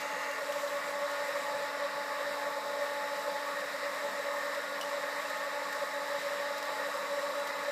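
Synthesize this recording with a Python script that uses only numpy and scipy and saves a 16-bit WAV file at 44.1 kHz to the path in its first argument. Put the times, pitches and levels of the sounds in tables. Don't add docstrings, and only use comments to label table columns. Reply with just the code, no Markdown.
import sys
import numpy as np
from scipy import signal
from scipy.fft import rfft, irfft, next_fast_len
from scipy.io import wavfile
from scipy.ndimage import uniform_filter1d, map_coordinates

SR = 44100
rng = np.random.default_rng(int(sys.argv[2]) if len(sys.argv) > 2 else 0)


def elevation(decibels):
    levels = np.asarray(decibels, float)
    return 10 ** (levels / 20)


def inscribe(sig):
    pcm = np.round(np.clip(np.atleast_2d(sig).T, -1, 1) * 32767)
    wavfile.write(sys.argv[1], SR, pcm.astype(np.int16))


N = 340011

SHAFT_HZ = 47.775
BALL_ORDER = 4.331
SMEAR_HZ = 16
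CAGE_DB = -63
# (shaft multiple, level [dB rms], share of eddies, share of water surface, smear level [dB])
VANE_BEATS = [(6, -58, 0, 0, -83), (12, -43, 0.91, 0.059, -66), (18, -47, 0.11, 1.27, -58.5),
              (24, -57, 0, 0.17, -59)]
# (shaft multiple, level [dB rms])
SHAFT_HARMONICS = [(2, -93), (4, -83.5), (7, -85), (8, -100), (10, -84), (11, -59), (13, -60), (14, -79),
                   (17, -65), (19, -59), (22, -61.5), (30, -57.5), (36, -91), (38, -56), (48, -65)]
# (multiple of ball rate, shaft sideband, level [dB rms])
BEARING_LINES = [(1, 0, -75), (16, 0, -74), (17, 0, -67), (18, 0, -60.5), (19, 0, -59.5), (19, 1, -68),
                 (19, -1, -69), (20, 0, -73), (20, 1, -75), (21, -1, -68), (22, 1, -73), (24, -1, -70),
                 (24, 1, -72), (25, -1, -70), (25, 1, -68), (26, -1, -64.5), (27, -1, -71), (27, 1, -76),
                 (28, -1, -77), (28, 1, -75), (34, -1, -77)]
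WHINE_SHADING = {17: .7, 18: 2.2, 19: .5}
# (frequency [Hz], level [dB rms])
WINDING_HUM = [(200.1, -73), (1164.9, -62), (1264.6, -62), (3902.7, -64), (3961.7, -71), (7791.7, -76)]
# (frequency [Hz], width [Hz], level [dB])
CAGE_BAND = [(3950, 80, 0)]
# (time [s], level [dB])
CAGE_APPROACH = [
    (0, -8),
    (2.2, -7),
    (3.5, 0),
    (7.71, 1),
]
# (time [s], level [dB])
DOOR_TURN = [
    (0, -20),
    (.34, -19),
    (.42, -5),
    (.95, -3),
    (1.15, 0),
    (7.71, 0),
]
# (time [s], lift [dB], half length [s])
EDDIES = [(0.005, -13, 0.008), (0.08, -17, 0.012), (0.17, -4, 0.16), (0.314, 3, 0.014),
          (0.359, -16, 0.016), (0.389, -6, 0.009), (0.454, -1, 0.007), (0.504, 11.5, 0.0075),
          (0.564, 11.5, 0.011), (0.599, -9, 0.009), (0.654, 8.5, 0.028), (0.703, -7, 0.012),
          (0.763, 7.5, 0.03), (0.828, -16, 0.016), (0.968, 4, 0.009), (1.033, 8.5, 0.014),
          (1.102, -13, 0.009), (1.212, 5, 0.16), (1.237, -4, 0.009), (1.322, -4, 0.01),
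          (1.377, 5.5, 0.034), (1.442, -7, 0.022), (1.541, 6.5, 0.05), (1.616, -9, 0.0078),
          (1.641, 4.3, 0.0079), (1.691, -14, 0.016), (1.781, -11, 0.0076), (1.836, 7.5, 0.039),
          (1.896, -19, 0.012), (1.936, 3.5, 0.009), (1.961, -9, 0.0082), (1.995, 5.5, 0.018),
          (2.065, -11, 0.022), (2.15, -3, 0.016), (2.21, 10, 0.0051), (2.295, 6.7, 0.022),
          (2.42, 4, 0.015), (2.469, 8.5, 0.012), (2.514, -13, 0.013), (2.569, 8, 0.0071),
          (2.619, -11, 0.02), (2.684, 4.4, 0.012), (2.779, 7.5, 0.041), (2.829, 8, 0.009),
          (2.863, -3, 0.011), (2.933, 5, 0.008), (3.023, -2, 0.009), (3.053, 5.5, 0.009),
          (3.078, -13, 0.009), (3.163, 3.3, 0.063), (3.238, -12, 0.01), (3.278, 9, 0.012),
          (3.362, 9, 0.0068), (3.382, -18, 0.009), (3.557, -14, 0.0063), (3.627, 8, 0.004),
          (3.702, -11, 0.014), (3.746, 4.6, 0.009), (3.771, -5, 0.009), (3.871, 8.5, 0.023),
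          (3.916, -10, 0.0068), (3.956, -2, 0.03), (4, -10, 0.0079), (4.062, 10, 0.018),
                (4.116, -13, 0.016), (4.171, -3.4, 0.009), (4.208, 5, 0.012), (4.233, -20, 0.0098),
                (4.28, 5, 0.038), (4.385, 7, 0.0082), (4.402, -6, 0.009), (4.495, 4, 0.016),
                (4.581, 10, 0.01), (4.609, -22, 0.0095), (4.687, -7, 0.018), (4.835, -10, 0.009),
                (4.87, -3, 0.0082), (4.943, 7, 0.024), (5.113, -17, 0.0062), (5.224, -14, 0.011),
                (5.278, -1.5, 0.18), (5.284, -14, 0.0071), (5.33, -14, 0.009), (5.393, -9, 0.013),
                (5.433, 5, 0.016), (5.517, -11, 0.012), (5.58, 7, 0.0091), (5.605, -10, 0.0082),
                (5.706, -9, 0.03), (5.796, -9, 0.009), (5.834, 10, 0.015), (5.852, -20, 0.0075),
                (5.912, -12, 0.012), (5.973, 4.9, 0.0098), (6.077, -5, 0.009), (6.137, 6.5, 0.032),
                (6.193, -16, 0.015), (6.221, -10, 0.0098), (6.269, 10.5, 0.0068), (6.405, 5.5, 0.087),
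                (6.495, -14, 0.0061), (6.509, 10, 0.0063), (6.695, -4.5, 0.07), (6.75, -12, 0.018),
                (6.808, 4.1, 0.013), (6.871, 8.5, 0.011), (6.91, -15, 0.014), (6.965, 8, 0.01),
                (7.013, -3.3, 0.016), (7.064, -10.7, 0.0077), (7.124, 3, 0.015), (7.214, -18, 0.0084),
                (7.277, -11, 0.0081), (7.285, 9, 0.13), (7.322, -20, 0.0077), (7.346, -10, 0.009),
                (7.48, -19, 0.0073), (7.555, -7.5, 0.053), (7.624, 2, 0.01), (7.683, 9, 0.015)]
# (time [s], lift [dB], half length [s])
SURFACE_ROCKING = [(0.14, 5, 0.093), (0.389, -4, 0.08), (0.663, -8, 0.038), (0.788, -8, 0.03),
                   (1.068, -7, 0.018), (1.357, -18, 0.043), (1.571, 2.5, 0.096), (1.846, -3.5, 0.062),
                   (2.095, 2.5, 0.12), (2.434, 3, 0.024), (2.604, 1, 0.03), (3.078, 3.5, 0.11),
                   (3.367, 4.5, 0.019), (3.597, -9, 0.017), (3.692, -13, 0.037), (3.841, 8, 0.05),
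                   (3.851, -10, 0.14), (3.976, -21, 0.04), (4.051, 9, 0.03), (4.195, -3, 0.14),
                   (4.689, -18, 0.15), (4.879, 10, 0.03), (4.954, -9, 0.023), (5.078, -1, 0.03),
                   (5.218, -11, 0.025), (5.418, 1.5, 0.08), (5.932, 2, 0.03), (6.086, -7, 0.028),
                   (6.321, -21, 0.059), (6.75, 8.5, 0.029), (6.994, -1.9, 0.1), (7.149, 15.5, 0.028),
                   (7.159, -12, 0.24), (7.308, -10, 0.036), (7.498, 5, 0.055), (7.688, -13, 0.03)]

ROAR_DB, RUSH_DB = -41, -42
RUSH_SHADE = 0.11
GURGLES_PER_S, GURGLE_S = 9, .006
# (frequency [Hz], level [dB per Hz])
CELLAR_SPECTRUM = [(40, -76), (85, -81), (140, -30.5), (380, -33.5), (450, -15), (700, -16.5), (800, -21.5),
                   (1000, -15.5), (1400, -15.5), (1600, -24), (2200, -45.5)]
# (frequency [Hz], width [Hz], level [dB])
CELLAR_MODES = [(100, 27, -34.5), (194, 35, -24.5), (272, 62, -25), (333, 81, -27), (457, 13, -18.5),
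                (514.3, 11, -5.5), (531, 36, -11.5), (612, 30, -8), (637, 24, -14.5), (659, 24, -14.5),
                (846, 36, -9), (924, 41, -9.5), (965, 20, -29), (1080, 48, -8), (1129, 42, -5.5),
                (1223, 45, -18.5), (1246, 28, -7.5), (1345, 67, -20), (1435, 34, -24)]
# (frequency [Hz], width [Hz], level [dB])
THROB_BANDS = [(559, 12, -2), (585, 16, -3), (545, 20, -10)]
# (frequency [Hz], level [dB per Hz])
CASING_SPECTRUM = [(1000, -19.5), (1500, -7.5), (2000, -4.5), (2200, -7), (2500, -12.5), (3200, -16),
                   (4000, -14.5), (5400, -16.5), (6200, -34), (9000, -39.5)]
# (frequency [Hz], width [Hz], level [dB])
CASING_MODES = [(1758, 260, 0.5), (1862, 37, 4), (1924, 57, 0), (2045, 55, -1), (2320, 55, -15),
                (2320, 15, -17), (2480, 40, -9), (2684, 43, -9.5), (3780, 330, -15), (4730, 23, -7.5)]
# (frequency
# [Hz], width [Hz], level [dB])
YARD_ECHO = [(2780, 53, 7), (2600, 380, -3), (6550, 800, -8), (1950, 500, 7)]
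# (frequency [Hz], pitch spread [share], level [dB])
AIR_POCKETS = [(1116, 0.042, -51), (1880, 0.059, -51.5)]

REBOUND_S, REBOUND_DB = .019, -8
# (time [s], level [dB])
RAIN_LEVEL = [
    (0.0, -55),
    (0.62, -53.5),
    (1.57, -54.5),
    (1.95, -56),
    (2.68, -55),
    (5.82, -54.5),
    (6.4, -54.5),
    (7.71, -54.5),
]
# (frequency [Hz], level [dB per Hz])
PATTER_SPECTRUM = [(1500, -46), (3000, -11), (5500, -0.5), (6400, -1), (7600, 3), (8500, -2.5),
                   (9800, -7.5), (12000, -5.5), (13500, -4.5), (14200, -9), (15300, -10.5)]
# (time [s], peak level [dB], brightness [dB])
NEAR_DROPS = [(0.004, -44, 8), (0.013, -42, 10), (0.46, -43, 4), (0.767, -45, 5), (1.196, -43, 4),
              (1.464, -44, 1), (3.46, -45, 7), (4.547, -41, 2), (5.12, -46, 6), (5.216, -46, 7),
              (5.299, -44, 11), (6.58, -41, 9), (0.3114, -39, 2), (0.5227, -41, 9), (0.675, -40, 3),
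              (1.0984, -45, 5), (1.114, -42, 5), (3.6044, -44, 3), (4.0574, -46, 2), (4.8112, -33, 4),
              (4.8245, -42, 6), (4.846, -41, 1), (5.0184, -45, 3), (5.286, -44, 4), (5.37, -42, 3),
              (5.7264, -57, 27), (6.5694, -43, 3), (6.6264, -45, 14), (6.6524, -42, 3), (7.3974, -42, 3),
              (7.4719, -45, 16), (7.6434, -47, 3)]
# (frequency [Hz], level [dB per Hz])
SPLASH_SPECTRUM = [(1500, -25), (2800, 14.5), (6000, 4.5), (10000, -6.5), (15300, -6)]
# (frequency [Hz], level [dB], 60 dB decay [s])
HANDLE_MODES = [(2940, -29.5, .04), (5650, -40, .04), (9400, -41, .02)]

TOP_HZ = 15350
# (time [s], level [dB], frequency [Hz])
BODY_BUMPS = [(1.545, -54, 120), (1.589, -67.5, 80), (1.953, -55, 170), (2.048, -55, 260), (5.72, -74, 50),
              (7.598, -53, 198), (4.0855, -46, 260), (4.0862, -38, 600), (4.0866, -28, 1050),
              (4.0868, -35, 2000), (4.0868, -39, 3100)]
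# (time [s], share [0-1])
BREAKUP = [
    (0, 1),
    (1.8, 1),
    (2.0, .1),
    (3.9, .1),
    (4.1, 1),
    (7.71, .8),
]
# (frequency [Hz], chance [0-1])
TREBLE_GAPS = [(3000, .004), (6000, .04), (7500, .015), (9500, .13), (11500, .06), (13500, .16),
               (15000, .38)]


def unit(x):
    return x / np.sqrt(np.mean(x ** 2) + 1e-20)


def along(points, hz):
    f, v = np.transpose(points)
    return np.interp(np.log(hz + 1), np.log(f + 1), v, left=-120)


def curves(rows):
    s, *cols = np.transpose(rows)
    return [np.interp(np.arange(N) / SR, s, c) for c in cols]


def swells(rows):
    t = np.arange(0, N, 32) / SR
    level_db = sum(db * np.exp(-.5 * ((t - s) / half_s) ** 2) for s, db, half_s in rows)
    return np.interp(np.arange(N) / SR, t, level_db)


def wobble(rate):
    knots = rng.standard_normal(400)
    return map_coordinates(knots, [np.clip(np.arange(N) * rate / SR, 0, 399)])


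def smooth_field(shape, size):
    rows = uniform_filter1d(rng.standard_normal(shape), size=size, axis=0)
    return uniform_filter1d(rows, size=size, axis=1)


def patchy(depth_db):
    z = signal.stft(rng.standard_normal(N), nperseg=512)[2]
    gain = elevation(depth_db * unit(smooth_field(z.shape, 8)))
    return signal.istft(z * gain, nperseg=512)[1][:N]


def coloured(x, base, modes=()):
    m = next_fast_len(N + 8192)
    f = np.fft.rfftfreq(m, 1 / SR)
    power = elevation(2 * along(base, f))
    for hz, width, db in modes:
        power = power + elevation(2 * db) / (1 + (2 * (f - hz) / width) ** 2) ** 2
    return unit(irfft(rfft(x, m) * np.sqrt(power), m)[:N])


def resonant_noise(modes):
    return coloured(rng.standard_normal(N), [(20, -120), (SR, -120)], modes)


def tone(phase, flutter_db, slip, pace=5):
    start = 2 * np.pi * rng.random()
    return np.sqrt(2) * elevation(flutter_db * wobble(7)) * np.sin(phase + start + slip * wobble(pace))


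def vane_beats(angle, eddy_db):
    surface_db = swells(SURFACE_ROCKING)
    out = 0
    for k, db, eddy, surface, smear_db in VANE_BEATS:
        phase = k * angle
        steady = tone(phase + 0.3 * wobble(9), flutter_db=-0.2, slip=0.87, pace=1.787)
        smear = wobble(SMEAR_HZ) * np.sin(phase) + wobble(SMEAR_HZ) * np.cos(phase)
        beat = elevation(db + 0.41 * wobble(18)) * steady + elevation(smear_db) * smear
        out = out + elevation(eddy * eddy_db + surface * surface_db) * beat
    return out


def bearing_whine(angle, door_db):
    out = 0
    for k, side, db in BEARING_LINES:
        line = tone((k * BALL_ORDER + side) * angle, flutter_db=.9, slip=.3, pace=4)
        level_db = db - .4 + .8 * wobble(22) + WHINE_SHADING.get(k, 1) * door_db
        out = out + elevation(level_db) * line
    return out


def motor(eddy_db):
    t = np.arange(N) / SR
    angle = 2 * np.pi * SHAFT_HZ * t + 0.014 * wobble(2.5) + 0.003 * wobble(16)
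    door_db = curves(DOOR_TURN)[0]
    beats = vane_beats(angle, eddy_db)
    shaft = sum(elevation(db) * tone(k * angle, flutter_db=4.0, slip=0.59) for k, db in SHAFT_HARMONICS)
    whine = bearing_whine(angle, door_db)
    hum = sum(elevation(db) * tone(2 * np.pi * hz * t, flutter_db=1.5, slip=0.15) for hz, db in WINDING_HUM)
    cage = elevation(CAGE_DB + curves(CAGE_APPROACH)[0]) * resonant_noise(CAGE_BAND)
    return beats + shaft + whine + elevation(door_db) * (hum + cage)


def casing_rush(door_db):
    vane = 1 + 0.061 * np.cos(2 * np.pi * 6 * SHAFT_HZ * np.arange(N) / SR)
    level_db = RUSH_DB + RUSH_SHADE * door_db + 0.38 * wobble(2.98) + 0.18 * wobble(25)
    rush = elevation(level_db) * coloured(vane * patchy(depth_db=1.0), CASING_SPECTRUM, CASING_MODES)
    treble = signal.sosfilt(signal.butter(4, 3200, "high", fs=SR, output="sos"), rush)
    return rush - (1 - elevation(.28 * door_db)) * treble


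def water(eddy_db):
    door_db = curves(DOOR_TURN)[0]
    roar_db = ROAR_DB + 0.46 * wobble(1.405)
    roar = elevation(roar_db) * coloured(patchy(depth_db=1.06), CELLAR_SPECTRUM, CELLAR_MODES)
    throb = elevation(0.45 * eddy_db - 47.5) * resonant_noise(THROB_BANDS)
    facing_away = np.clip(-door_db / 18, 0, 1)
    yard = elevation(-44) * facing_away * resonant_noise(YARD_ECHO)
    return roar + throb + casing_rush(door_db) + yard


def gurgles():
    out, t = np.zeros(N + SR), np.arange(SR // 20) / SR
    u = t / GURGLE_S
    for hz, spread, db in AIR_POCKETS:
        for when, size, pitch in rng.random((round(GURGLES_PER_S * N / SR), 3)):
            start_hz = hz * (1 + spread * (2 * pitch - 1))
            phase = 2 * np.pi * start_hz * t * (1 + 0.0119 * u)
            out[int(when * N):][:len(t)] += elevation(db + 10.3 * size) * np.e * u * np.exp(-u) * np.sin(phase)
    return out[:N]


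def patter():
    sizes = elevation(3.0 * np.minimum(rng.exponential(size=N), 3.5))
    hits = (rng.random(N) < 900 / SR) * rng.standard_normal(N) * sizes
    impact = elevation(-60 * abs(np.arange(128) - 40) / SR / 0.0014) * rng.standard_normal(128)
    grains = signal.fftconvolve(hits, impact)[:N]
    mix = patchy(depth_db=0.5) * np.sqrt(2) + 0.49 * unit(grains)
    gusts_db = 0.42 * wobble(4.5) + 0.4 * wobble(9) + 0.47 * wobble(20)
    return elevation(curves(RAIN_LEVEL)[0] + 2.0 + gusts_db) * coloured(mix, PATTER_SPECTRUM)


def drops():
    out, t = np.zeros(N + SR), np.arange(SR // 10) / SR
    splash = coloured(rng.standard_normal(N), SPLASH_SPECTRUM)
    decay = elevation(-60 * t / .022) + .3 * elevation(-60 * t / .11)
    for s, db, bright_db in NEAR_DROPS:
        spray = splash[rng.integers(N - SR):][:len(t) + 1]
        snap = (spray[1:] + elevation(bright_db) * np.diff(spray)) * decay
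        out[round(s * SR):][:len(t)] += elevation(db - 7) * snap * (1 - np.exp(-t / .0005))
    largest_s = max(NEAR_DROPS, key=lambda drop: drop[1])[0]
    ring = sum(elevation(db - 60 * t / t60) * np.sin(2 * np.pi * hz * t) for hz, db, t60 in HANDLE_MODES)
    for late_s, db in ((0, 0), (REBOUND_S, REBOUND_DB)):
        out[round((largest_s + late_s) * SR):][:len(t)] += elevation(db) * ring * (1 - np.exp(-t / .0006))
    return out[:N]


def handling():
    out, t = np.zeros(N + SR), np.arange(SR // 5) / SR
    for s, db, hz in BODY_BUMPS:
        u = t * hz / 0.63
        push = elevation(db) * np.e * u * np.exp(-u) * np.sin(2 * np.pi * hz * t)
        shell = signal.butter(2, hz / 2, "high", fs=SR, output="sos")
        out[round(s * SR):][:len(t)] += signal.sosfilt(shell, push)
    return out[:N]


def scene():
    eddy_db = swells(EDDIES)
    gusts = elevation(0.36 * wobble(4.6) + 0.22 * wobble(13))
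    airborne = water(eddy_db) + gurgles() + patter() + drops()
    return (motor(eddy_db) + gusts * airborne + handling())[None]


def break_up(x):
    hz, t, z = signal.stft(x, SR, nperseg=2048, noverlap=1536)
    field = smooth_field(z.shape[1:], 5)
    rank = np.argsort(np.argsort(field, axis=None)).reshape(field.shape) / field.size
    chance = along(TREBLE_GAPS, hz)[:, None] * np.interp(t, *np.transpose(BREAKUP))
    return signal.istft(z * (rank > chance), SR, nperseg=2048, noverlap=1536)[1][:, :N]


def low_pass(x):
    return signal.sosfilt(signal.butter(12, 15400, fs=SR, output="sos"), x)


def record(dry):
    hz = np.fft.rfftfreq(N, 1 / SR)
    bass = (hz / 75) ** 2 / np.sqrt(1 + (hz / 75) ** 4)
    mix = irfft(rfft(break_up(dry)) * bass * (hz < TOP_HZ), N)
    return low_pass(mix)


dry = scene()
out = record(dry)
inscribe(out)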